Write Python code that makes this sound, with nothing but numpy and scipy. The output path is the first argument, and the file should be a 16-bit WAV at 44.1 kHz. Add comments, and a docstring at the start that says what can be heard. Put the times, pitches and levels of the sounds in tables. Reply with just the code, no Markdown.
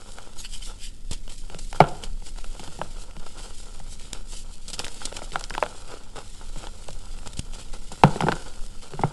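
"""Blocks of soft chalk break in two hands over a bed of loose powder, close to the microphone.
Each break mixes a short hollow knock of damped modes, a noise crack, a thud in the table and flying fragments.
Nearer the fingers, edges crunch, powder hisses and crumbs patter as random grains; skin squeaks, palms thump.
Loud breaks overload the microphone; behind the hands lie a small room's tail, a deep rumble and a faint hum."""
import sys
import numpy as np
from scipy import signal
from scipy.fft import rfft, irfft, next_fast_len
from scipy.io import wavfile

SR = 44100
rng = np.random.default_rng(int(sys.argv[2]) if len(sys.argv) > 2 else 0)


def log_audio(samples):
    """Write samples as a 16-bit WAV file to the path given in sys.argv[1]."""
    # one column per channel
    frames = np.atleast_2d(samples).T
    # limit to full scale, then quantise
    limited = np.clip(frames, -1, 1)
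    pcm = np.round(limited * 32767).astype(np.int16)
    wavfile.write(sys.argv[1], SR, pcm)


N = 402191
TIME = np.arange(N) / SR
HIT_TIME = TIME[:SR // 4]

# Levels are relative within a layer unless marked rms; each function sets its layer's gain.
# A lump snaps or knocks: [t/s, ring level/dB, pitch f/Hz, ring time scale/s, crack level/dB, thud level/dB]
LUMP_SNAPS = [(.185, -27, 1290, 0.011, -37, -63), (.448, -34, 1600, .016, -42, -65),
              (1.278, -35, 960, .008, -37.5, -69), (1.499, -34, 736, .013, -38.5, -50),
              (1.546, -29.5, 900, 0.00274, -33.5, -41.5), (1.7285, -21, 1200, .005, -27.5, -59),
              (1.8033, 4, 707, .034, -20, -15), (1.8105, -2, 834, 0.013, -37, -46),
              (2.0367, -29, 1910, 0.0062, -26, -56), (2.222, -36.5, 826, .015, -55, -53.5),
              (2.361, -38, 1480, 0.009, -43, -63), (2.386, -32.5, 876, .015, -38, -57.5),
              (2.443, -34.5, 1310, 0.033, -36.5, -63), (2.595, -31, 788, 0.023, -34, -42),
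              (2.676, -35, 890, .021, -35, -42.5), (2.789, -32.5, 756, 0.0507, -43, -38),
              (2.8149, -12.5, 960, 0.011, -53, -39), (3.11, -39, 1110, .009, -40, -69),
              (3.166, -34.5, 980, .014, -39, -41.5), (3.8, -35.5, 795, 0.031, -40.5, -48.5),
              (4.733, -26, 4860, .008, -42, -64), (4.7925, -14.5, 4800, .008, -32, -58),
              (4.799, -17.5, 1537, .0065, -25, -49), (4.845, -33, 1933, 0.0088, -24, -64),
              (4.866, -23, 1840, .011, -32, -68), (4.8814, -19.5, 2960, 0.0068, -31, -70),
              (5.017, -25.5, 1290, 0.022, -42, -58), (5.125, -25, 870, .007, -32, -71),
              (5.168, -24, 2140, .011, -30, -70), (5.219, -24.5, 1060, 0.00855, -46, -45),
              (5.32, -36, 2240, 0.017, -33.5, -49), (5.3574, -8.5, 1254, 0.011, -36, -41),
              (5.411, -26, 1100, 0.012, -47, -60), (5.44, -18.5, 5200, .006, -33.5, -66),
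              (5.506, -18, 1630, .014, -31, -45), (5.5396, -19, 2470, .016, -30, -60),
              (5.55, -17, 1750, .015, -29, -57), (5.5794, -11, 1510, 0.00346, -26, -51),
              (5.626, -3, 974, 0.01, -27, -50), (5.636, -15.5, 1140, 0.0067, -29, -46),
              (5.663, -19, 1332, 0.0068, -57, -51), (5.939, -29.5, 662, .004, -38, -50),
              (6.167, -29, 1266, 0.042, -40, -44.5), (6.561, -37.5, 574, 0.036, -41, -41),
              (6.67, -26, 1415, .004, -32, -67.5), (6.887, -25, 840, 0.0091, -52, -44.5),
              (7.188, -41, 1400, .005, -39, -64), (7.231, -37, 1153, .009, -57.5, -66),
              (7.5345, -37.5, 1020, 0.0062, -38, -54.5), (7.917, -28.5, 910, .022, -48, -42),
              (8.0356, 7, 840, 0.02, -14.5, -11), (8.0417, -3.5, 650, .012, -48, -24),
              (8.159, -21.5, 630, 0.019, -39, -31), (8.206, -11.5, 890, 0.021, -26, -29.5),
              (8.222, -12, 1210, .011, -37, -27), (8.235, -18, 770, 0.021, -53, -20.5),
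              (8.267, -15, 780, .036, -45, -24), (8.285, -4.5, 943, .011, -29, -23.5),
              (8.289, -13.5, 700, 0.026, -31, -28), (8.319, -11.5, 1630, .008, -26, -50),
              (8.324, -11.5, 1350, .013, -28, -30.5), (8.935, -25, 686, 0.0091, -38.5, -34),
              (8.992, -20, 794, 0.028, -61, -30), (9.035, -6.5, 798, 0.026, -45, -19)]
# Ring of a lump held in the hand: [multiple of its pitch, level/dB, share of the ring time scale]
LUMP_MODES = [(.64, -15.5, 1.9), (0.998, 8, 0.3), (1.6, -9.5, 0.84), (2.7, 0.5, 0.57)]
# The hollow of the cupped hands, colouring every knock: [f/Hz, level/dB]
HAND_HOLLOW = [(250, 2), (520, 0.5), (660, 0.5), (860, 4), (1130, -5), (1420, 2), (1850, -5.5), (2600, -4),
               (5000, 0)]
# The table under the powder: [f/Hz, level/dB, t60/s]
TABLE_MODES = [(88, -24.5, 0.27), (131, -4, 0.099), (160.3, 0, 0.091), (203.6, -1, 0.083), (255.4, -3, .04),
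               (354, 1.5, 0.04), (488, -1, 0.022)]
# An edge crumbles under a finger: [t/s, level/dB, length scale/s]
EDGE_CRUNCHES = [(0.634, -44, .0044), (1.11, -34.5, 0.007), (1.13, -36.5, 0.0064), (1.587, -39, 0.0063),
                 (1.8, -40.5, 0.0078), (1.886, -40, 0.0031), (2.037, -37.5, 0.0057), (4.131, -24.5, 0.0012),
                 (4.68, -37, 0.0094), (4.7, -40, 0.0054), (4.731, -33.5, 0.0042), (4.737, -36.5, 0.01),
                 (4.792, -29, 0.0032), (4.849, -36, 0.0039), (4.943, -38.5, .002), (5.0526, -28, 0.0056),
                 (5.165, -34, 0.0056), (5.393, -38, 0.0038), (5.4085, -37, 0.0018), (5.444, -38, 0.0008),
                 (5.4975, -33, 0.0016), (6.883, -37, 0.0013), (6.905, -41.5, .002), (6.929, -38.5, 0.0017),
                 (7.273, -37, 0.0022), (7.332, -40, 0.0027), (7.369, -41, 0.011), (7.392, -29, 0.0026),
                 (7.918, -38.5, 0.0068), (8.211, -32, 0.001), (8.353, -40.5, 0.0017)]
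# Two hands knead without pause, shearing powder and rolling crumbs: [t/s, powder level/dB, crumb level/dB]
KNEADING = [(0, -53.5, -50.5), (.35, -58, -54.5), (.56, -53, -58.5), (1.0, -61, -68), (1.7, -55, -61.5),
            (1.9, -52, -47), (2.18, -60, -62.5), (2.46, -53, -55.5), (2.75, -51.5, -49), (3.0, -53, -53.5),
            (3.11, -59.5, -53.5), (3.3, -54, -54), (3.8, -54.5, -53), (4.24, -59, -58.5), (4.62, -56, -58),
            (4.9, -47.5, -47.5), (5.29, -53.5, -52), (5.8, -52, -55), (6.05, -60, -55.5), (6.25, -53, -56),
            (7.1, -53.5, -53.5), (7.48, -56, -56), (7.82, -54.5, -56.5), (8.0, -50.5, -50.5),
            (8.35, -50, -47), (8.73, -55, -57.5), (9.12, -53, -42.5)]
# A finger wipes through fine powder: [middle t/s, half length/s, level/dB]
WIPES = [(.115, .035, -49), (0.407, 0.029, -41), (0.543, 0.025, -40), (0.668, 0.026, -41),
         (0.844, 0.029, -41.5), (1.338, 0.017, -48.5), (1.394, 0.016, -46), (1.645, 0.053, -48),
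         (1.76, 0.046, -57), (2.273, 0.03, -46), (3.025, .02, -48), (3.442, 0.044, -47),
         (3.585, 0.025, -45), (3.657, 0.037, -54), (3.926, 0.024, -42.5), (4.311, 0.025, -47.5),
         (4.375, 0.037, -42.5), (4.534, 0.015, -45), (5.241, 0.0091, -39), (6.83, 0.023, -49),
         (8.638, 0.027, -49.5)]
# A squeeze spills crumbs and coarse powder: [start t/s, length/s, powder level/dB, crumb level/dB]
SPILLS = [(0.166, 0.17, -54.5, -52), (0.656, 0.095, -56, -48.5), (1.112, 0.052, -44, -48),
          (1.292, .04, -47, -48), (1.493, 0.1, -55, -51), (1.742, 0.043, -48, -42),
          (2.025, 0.046, -46, -47), (2.26, 0.031, -46.5, -44.5), (2.374, 0.022, -47, -50.5),
          (2.59, .15, -49.5, -46.5), (3.192, 0.027, -55, -47), (3.26, 0.019, -47, -42),
          (3.371, .13, -49.5, -47), (3.984, 0.14, -50, -58.5), (4.14, 0.044, -47.5, -46.5),
          (4.323, 0.042, -48, -49), (4.778, 0.091, -45, -43), (5.003, 0.096, -45, -44),
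          (5.139, 0.094, -46, -45.5), (5.32, 0.078, -44, -44), (5.523, 0.11, -50, -46.5),
          (5.617, 0.31, -57, -50), (5.874, 0.16, -52.5, -51), (6.153, 0.072, -48.5, -44),
          (6.41, 0.035, -66, -48.5), (6.557, 0.11, -49.5, -48), (6.623, 0.062, -57, -43),
          (7.256, 0.031, -46.5, -43), (7.532, 0.058, -46, -50), (7.583, 0.076, -48.5, -53.5),
          (7.729, 0.03, -45.5, -43), (7.925, 0.026, -55, -48), (8.048, 0.23, -49, -50.5),
          (8.21, 0.25, -56, -44), (8.459, 0.045, -50, -47), (8.815, 0.067, -49.5, -52),
          (9.009, 0.02, -45, -43)]
# A finger slides over a whole block's face: [middle t/s, half length/s, rms level at middle/dB, squeak f/Hz]
STROKES = [(.398, 0.013, -42, 4220), (0.453, 0.0099, -36.5, 2870), (0.546, 0.019, -41.5, 3160),
           (0.629, 0.0061, -39, 3060), (0.677, 0.033, -46, 3400), (0.845, 0.028, -41, 3040)]
# Resonances of a sliding finger: [multiple of the squeak pitch, width/Hz, level/dB]
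STROKE_MODES = [(1.0, 350, 6), (1.57, 300, 3.5), (2.6, 600, -4)]
# Echoes between the palms and the table: [mean delay/s, level/dB]
PALM_ECHOES = [(.00055, -16), (.0013, -12), (.0024, -13), (.0041, -17)]
# A hand closes on the chalk: [t/s, level/dB]
HAND_THUMPS = [(1.1128, -16.5), (2.595, -31), (3.163, -40), (4.129, -37), (4.795, -26), (5.053, -26.5),
               (7.2694, -24), (7.393, -13.5), (8.041, -15.5)]
# Spectrum of shearing powder: [f/Hz, level/dB]
POWDER_COLOUR = [(300, -1.5), (900, -35.5), (1900, -7.5), (2400, -5), (3100, 0.5), (3800, -1.5),
                 (5000, 0.5), (6200, -5), (7300, 1), (8400, -1), (9600, -5.5), (11000, -6.5),
                 (12500, -34.5)]
# Spectrum of crumbs and fragments: [f/Hz, level/dB]
CRUMB_COLOUR = [(90, -3), (200, -4), (300, 1), (520, 6.5), (650, -1.5), (820, 3.5), (950, 2.5),
                (1130, -4.5), (1370, 4.5), (1800, -15.5), (3000, -12), (6000, -32.5), (12000, -36)]
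# Spectrum of a sharp crack: [f/Hz, level/dB]
CRACK_COLOUR = [(400, -3), (1200, -17.5), (2900, -1.5), (3900, -9), (5000, -9), (6300, -15), (8200, -18.5),
                (12000, -23.5)]
# Spectrum of the room's tail: [f/Hz, level/dB]
ROOM_COLOUR = [(60, -24.5), (130, 5.5), (280, 1), (490, 4.5), (630, -1.5), (780, 0.5), (1100, -6.5),
               (1400, 3.5), (2000, 2), (5000, -12), (12000, -19)]
# Spectrum of the deep rumble: [f/Hz, level/dB]
RUMBLE_COLOUR = [(2, -1), (8, 2), (15, -5), (25, -1), (31, -17.5), (45, -25.5), (70, -25), (110, -32),
                 (190, -36), (300, -42), (1000, -60.5), (12000, -65)]
# Faint hum in the room: [f/Hz, mean rms level/dB]
HUM_TONES = [(88, -59), (197, -70), (210, -63.5)]


def snaps(crack_db=2, thud_db=-2, crack_t60_s=0.012):
    """Each break is a brief crack, a few cycles of the lump's ring, a thud and a patter of fragments."""
    grit_db, grit_t60_s = -21, 0.041
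    debris_db, debris_t60_s = -33, 0.2
    mean_ring_s = np.mean(np.array(LUMP_SNAPS)[:, 3])
    body, thuds, cracks, grit, debris = np.zeros((5, N))
    for s, ring_level, hz, ring_s, crack_level, thud_level in LUMP_SNAPS:
        add(body, s, undb(ring_level) * lump(hz, ring_s))
        add(thuds, s, undb(thud_level + thud_db) * thud())
        add(cracks, s, undb(crack_level + crack_db) * fade(HIT_TIME, crack_t60_s))
        # grit bursts out at once; big lumps, which ring longer, shed more debris afterwards
        bulk = ring_s / mean_ring_s
        add(grit, s, undb(ring_level + grit_db) * fade(HIT_TIME, grit_t60_s))
        add(debris, s, bulk * undb(ring_level + debris_db) * fade(HIT_TIME, debris_t60_s))
    patter = grit * grains(rate=2500, spread_db=4) + debris * grains(rate=700, spread_db=4)
    knocks = colour(body, HAND_HOLLOW)
    crack_noise = colour(cracks * rng.standard_normal(N), CRACK_COLOUR)
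    return knocks + thuds + crack_noise + colour(patter, CRUMB_COLOUR)


def lump(hz, ring_s, rise_cycles=0.65, scatter=0.12, low_edge=0.46, high_edge=1.68):
    """A few cycles of a lump's damped modes; peak 1."""
    ring = np.zeros(len(HIT_TIME))
    # no two lumps have the same shape, so the side modes scatter around the main one
    for ratio, mode_db, share in LUMP_MODES:
        level_chance, pitch_chance = rng.standard_normal(2)
        mode_hz = hz * ratio ** (1 + scatter * pitch_chance)
        envelope = undb(mode_db + level_chance) * fade(HIT_TIME, ring_s * share)
        ring += envelope * np.sin(2 * np.pi * mode_hz * HIT_TIME)
    # big, low lumps give way more slowly than small ones
    ring *= 1 - np.exp(-(HIT_TIME * hz / rise_cycles) ** 2)
    # a small body radiates little below its own pitch, and soft chalk little far above it
    edges = low_edge * hz, high_edge * hz
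    ring = signal.sosfilt(signal.butter(2, edges, "band", fs=SR, output="sos"), ring)
    return ring / np.abs(ring).max()


def thud(rise_s=0.0073, level_scatter_db=4.2, pitch_scatter=0.048):
    """The table's damped low modes after a blow; rms 1 over the first 30 ms."""
    ring = np.zeros(len(HIT_TIME))
    for k, (hz, db, t60) in enumerate(TABLE_MODES):
        level_chance, pitch_chance = rng.standard_normal(2)
        mode_hz = hz * (1 + pitch_scatter * pitch_chance)
        envelope = undb(db + level_scatter_db * level_chance) * fade(HIT_TIME, t60)
        sign = (-1) ** k  # neighbouring modes start in opposite directions
        ring += sign * envelope * np.sin(2 * np.pi * mode_hz * HIT_TIME)
    ring *= 1 - np.exp(-HIT_TIME / rise_s)
    return ring / np.std(ring[:SR // 33])


def crunches(crunch_db=3, body_db=-11, rise_s=0.00076, stretch=1.4):
    """An edge gives way in an avalanche of fine fractures."""
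    force = np.zeros(N)
    for s, db, length in EDGE_CRUNCHES:
        shape = (1 - np.exp(-HIT_TIME / rise_s)) * np.exp(-(HIT_TIME / (stretch * length)) ** 1.3)
        add(force, s, undb(db + crunch_db) * shape / shape.max())
    fractures = force * grains(rate=16000, spread_db=4)
    return colour(fractures, POWDER_COLOUR) + undb(body_db) * colour(fractures, CRUMB_COLOUR)


def powder(knead_db=2, tick_db=-11, flutter_db=1.57, uneven_db=0.03, coarse_hz=4200):
    """Fine grains shear in a dense hiss with lone ticks; wipes sound fine, spills have more low treble."""
    db, _ = curves(KNEADING)
    knead = undb(db + knead_db + uneven_db * walk(rate=16))
    wipe = wiping()
    spill, _ = spilling()
    fine = undb(flutter_db * walk(rate=100)) * grains(rate=14000, spread_db=7)
    lone = undb(tick_db) * grains(rate=130, spread_db=14)
    hiss = colour(fine + lone, POWDER_COLOUR)
    low = signal.sosfiltfilt(signal.butter(2, coarse_hz, fs=SR, output="sos"), hiss)
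    # the three movements add by power; each has its own share of coarse sound
    high_gain = np.linalg.norm([knead, wipe, spill], axis=0)
    low_gain = np.linalg.norm([undb(-0.5) * knead, undb(-6) * wipe, undb(4) * spill], axis=0)
    return high_gain * (hiss - low) + low_gain * low


def wiping():
    """Strength of the fingers' wipes through the powder: a bell-shaped swell for each."""
    strength = np.zeros(N)
    middle = HIT_TIME.mean()
    for s, half_length, db in WIPES:
        add(strength, s - middle, undb(db) * np.exp(-.5 * ((HIT_TIME - middle) / half_length) ** 2))
    return strength


def spilling(rise_s=0.0028):
    """Flow of powder and of crumbs: each spill starts quickly, runs for a while and dries up."""
    dust, bits = np.zeros((2, N))
    t = TIME[:SR // 2]
    for s, length, powder_db, crumbs_db in SPILLS:
        shape = (1 - np.exp(-t / rise_s)) * np.exp(-(t / length) ** 2)
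        shape /= shape.max()
        add(dust, s, undb(powder_db) * shape)
        add(bits, s, undb(crumbs_db) * shape)
    return dust, bits


def crumbs(knead_db=-1, roll_db=-3, drop_db=-4, flutter_db=3.4):
    """Crumbs roll in the cupped hands and larger ones drop with dull ticks, most of all in a spill."""
    _, db = curves(KNEADING)
    _, bits = spilling()
    flow = np.hypot(undb(db + knead_db), bits)
    rolling = undb(roll_db + flutter_db * walk(rate=60)) * grains(rate=1200, spread_db=4)
    drops = undb(drop_db) * grains(rate=70, spread_db=5)
    return flow * colour(rolling + drops, CRUMB_COLOUR)


def ticks(tick_db=-13):
    """Single grains crack at random with sharp little ticks, louder where powder is moving."""
    db, _ = curves(KNEADING)
    dust, _ = spilling()
    flow = np.hypot(undb(db), dust)
    return undb(tick_db) * flow * colour(grains(rate=60, spread_db=8.5), CRACK_COLOUR)


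def strokes():
    """Dry skin sticks and slips over smooth chalk: noise through resonances makes short, breathy squeaks."""
    out = np.zeros(N)
    middle = HIT_TIME.mean()
    for s, half_length, db, hz in STROKES:
        slips = rng.standard_normal(len(HIT_TIME))
        squeak = np.zeros(len(HIT_TIME))
        for ratio, width, mode_db in STROKE_MODES:
            b, a = signal.iirpeak(hz * ratio, hz * ratio / width, SR)
            squeak += undb(mode_db) * signal.lfilter(b, a, slips)
        swell = np.exp(-.5 * ((HIT_TIME - middle) / half_length) ** 2)
        add(out, s - middle, undb(db) * unit(squeak) * swell)
    return out


def palms(x, motion=0.115):
    """Short echoes inside the moving hands comb the treble into shifting patches; power is roughly kept."""
    out, power = x, 1
    for delay_s, db in PALM_ECHOES:
        lag_s = delay_s * (1 + motion * walk(rate=8))
        out = out + undb(db) * np.interp(TIME - lag_s, TIME, x)
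        power += undb(db) ** 2
    return out / np.sqrt(power)


def thumps(thump_db=7, thump_hz=85, t60_s=0.011):
    """A hand closes on the chalk with a soft thump: one heavily damped low swing."""
    swing = fade(HIT_TIME, t60_s) * np.sin(2 * np.pi * thump_hz * HIT_TIME)
    out = np.zeros(N)
    for s, db in HAND_THUMPS:
        add(out, s, undb(db + thump_db) * swing)
    return out


def room(x, room_db=-31, t60_s=0.44, treble_t60_s=0.2, treble_hz=1800, build_s=0.0086):
    """A small furnished room: a weak tail of decaying noise whose treble dies first."""
    t = TIME[:SR * 3 // 4]
    noise = rng.standard_normal(len(t))
    low = signal.sosfilt(signal.butter(2, treble_hz, fs=SR, output="sos"), noise)
    high = signal.sosfilt(signal.butter(2, treble_hz, "high", fs=SR, output="sos"), noise)
    tail = low * fade(t, t60_s) + high * fade(t, treble_t60_s)
    tail *= 1 - np.exp(-t / build_s)
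    tail = colour(tail / np.sqrt(np.sum(tail ** 2)), ROOM_COLOUR)
    return undb(room_db) * signal.fftconvolve(x, tail)[:N]


def rumble(level_db=-31, swell_db=-1.5):
    """A deep rumble of filtered noise, slowly wobbling in level under everything."""
    noise = unit(colour(rng.standard_normal(N), RUMBLE_COLOUR))
    return undb(level_db + swell_db * walk(rate=0.98)) * noise


def hum(waver_db=2, drift_rad=1.0):
    """Low sine tones that waver a little in level and pitch."""
    out = np.zeros(N)
    for hz, db in HUM_TONES:
        level = np.sqrt(2) * undb(db + waver_db * walk(rate=2.4))
        out += level * np.sin(2 * np.pi * hz * TIME + drift_rad * walk(rate=1.5))
    return out


def grains(rate, spread_db):
    """Tiny fractures at random moments, rate a second on average, many small and a few large; rms 1."""
    sizes = undb(spread_db * np.clip(rng.standard_normal(N), -2, 2)) * rng.choice([-1, 1], N)
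    return unit(sizes * (rng.random(N) < rate / SR))


def walk(rate):
    """Smooth chance with a spread near 1: lines between random points, rate points a second."""
    steps = rng.standard_normal(N // 100)
    return np.interp(TIME * rate, np.arange(len(steps)), steps) * np.sqrt(3 / 2)


def colour(x, points):
    """Causal minimum-phase filter through (f/Hz, level/dB) points that keeps the power of white noise."""
    size = next_fast_len(len(x) + 4096, True)
    hz, db = np.transpose(points)
    bins_hz = np.fft.rfftfreq(size, 1 / SR)
    gain = unit(undb(np.interp(np.log(bins_hz + 1), np.log(hz + 1), db)))
    # folding the cepstrum onto positive time makes the filter causal
    cepstrum = irfft(np.log(gain), size)
    cepstrum[1:size // 2] *= 2
    cepstrum[size // 2 + 1:] = 0
    return irfft(rfft(x, size) * np.exp(rfft(cepstrum)), size)[:len(x)]


def fade(t, t60):
    """Exponential decay by 60 dB in t60 seconds."""
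    return np.exp(-np.log(1000) * t / t60)


def curves(table):
    """Each column of a table as a line through time."""
    s, *columns = np.transpose(table)
    return [np.interp(TIME, s, c) for c in columns]


def add(track, s, sound):
    """Mix a sound into a track at time s."""
    start = max(int(s * SR), 0)
    track[start:start + len(sound)] += sound[:N - start]


def undb(db):
    """Decibels to gain."""
    return 10 ** (np.asarray(db) / 20)


def unit(x):
    """Scale to rms 1."""
    return x / np.sqrt(np.mean(x ** 2))


def scene():
    """Chalk in the hands close up, then the room's answer, the rumble and the hum."""
    chalk = snaps() + crunches() + palms(powder() + strokes()) + crumbs() + ticks() + thumps()
    return (chalk + room(chalk) + rumble() + hum())[None]


def record(dry, top_hz=11800):
    """The microphone clips at full scale; a steep low-pass then cuts the top."""
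    clipped = np.clip(dry, -1, 1)
    return signal.sosfilt(signal.ellip(8, .2, 60, top_hz, fs=SR, output="sos"), clipped)


dry = scene()
out = record(dry)
log_audio(out)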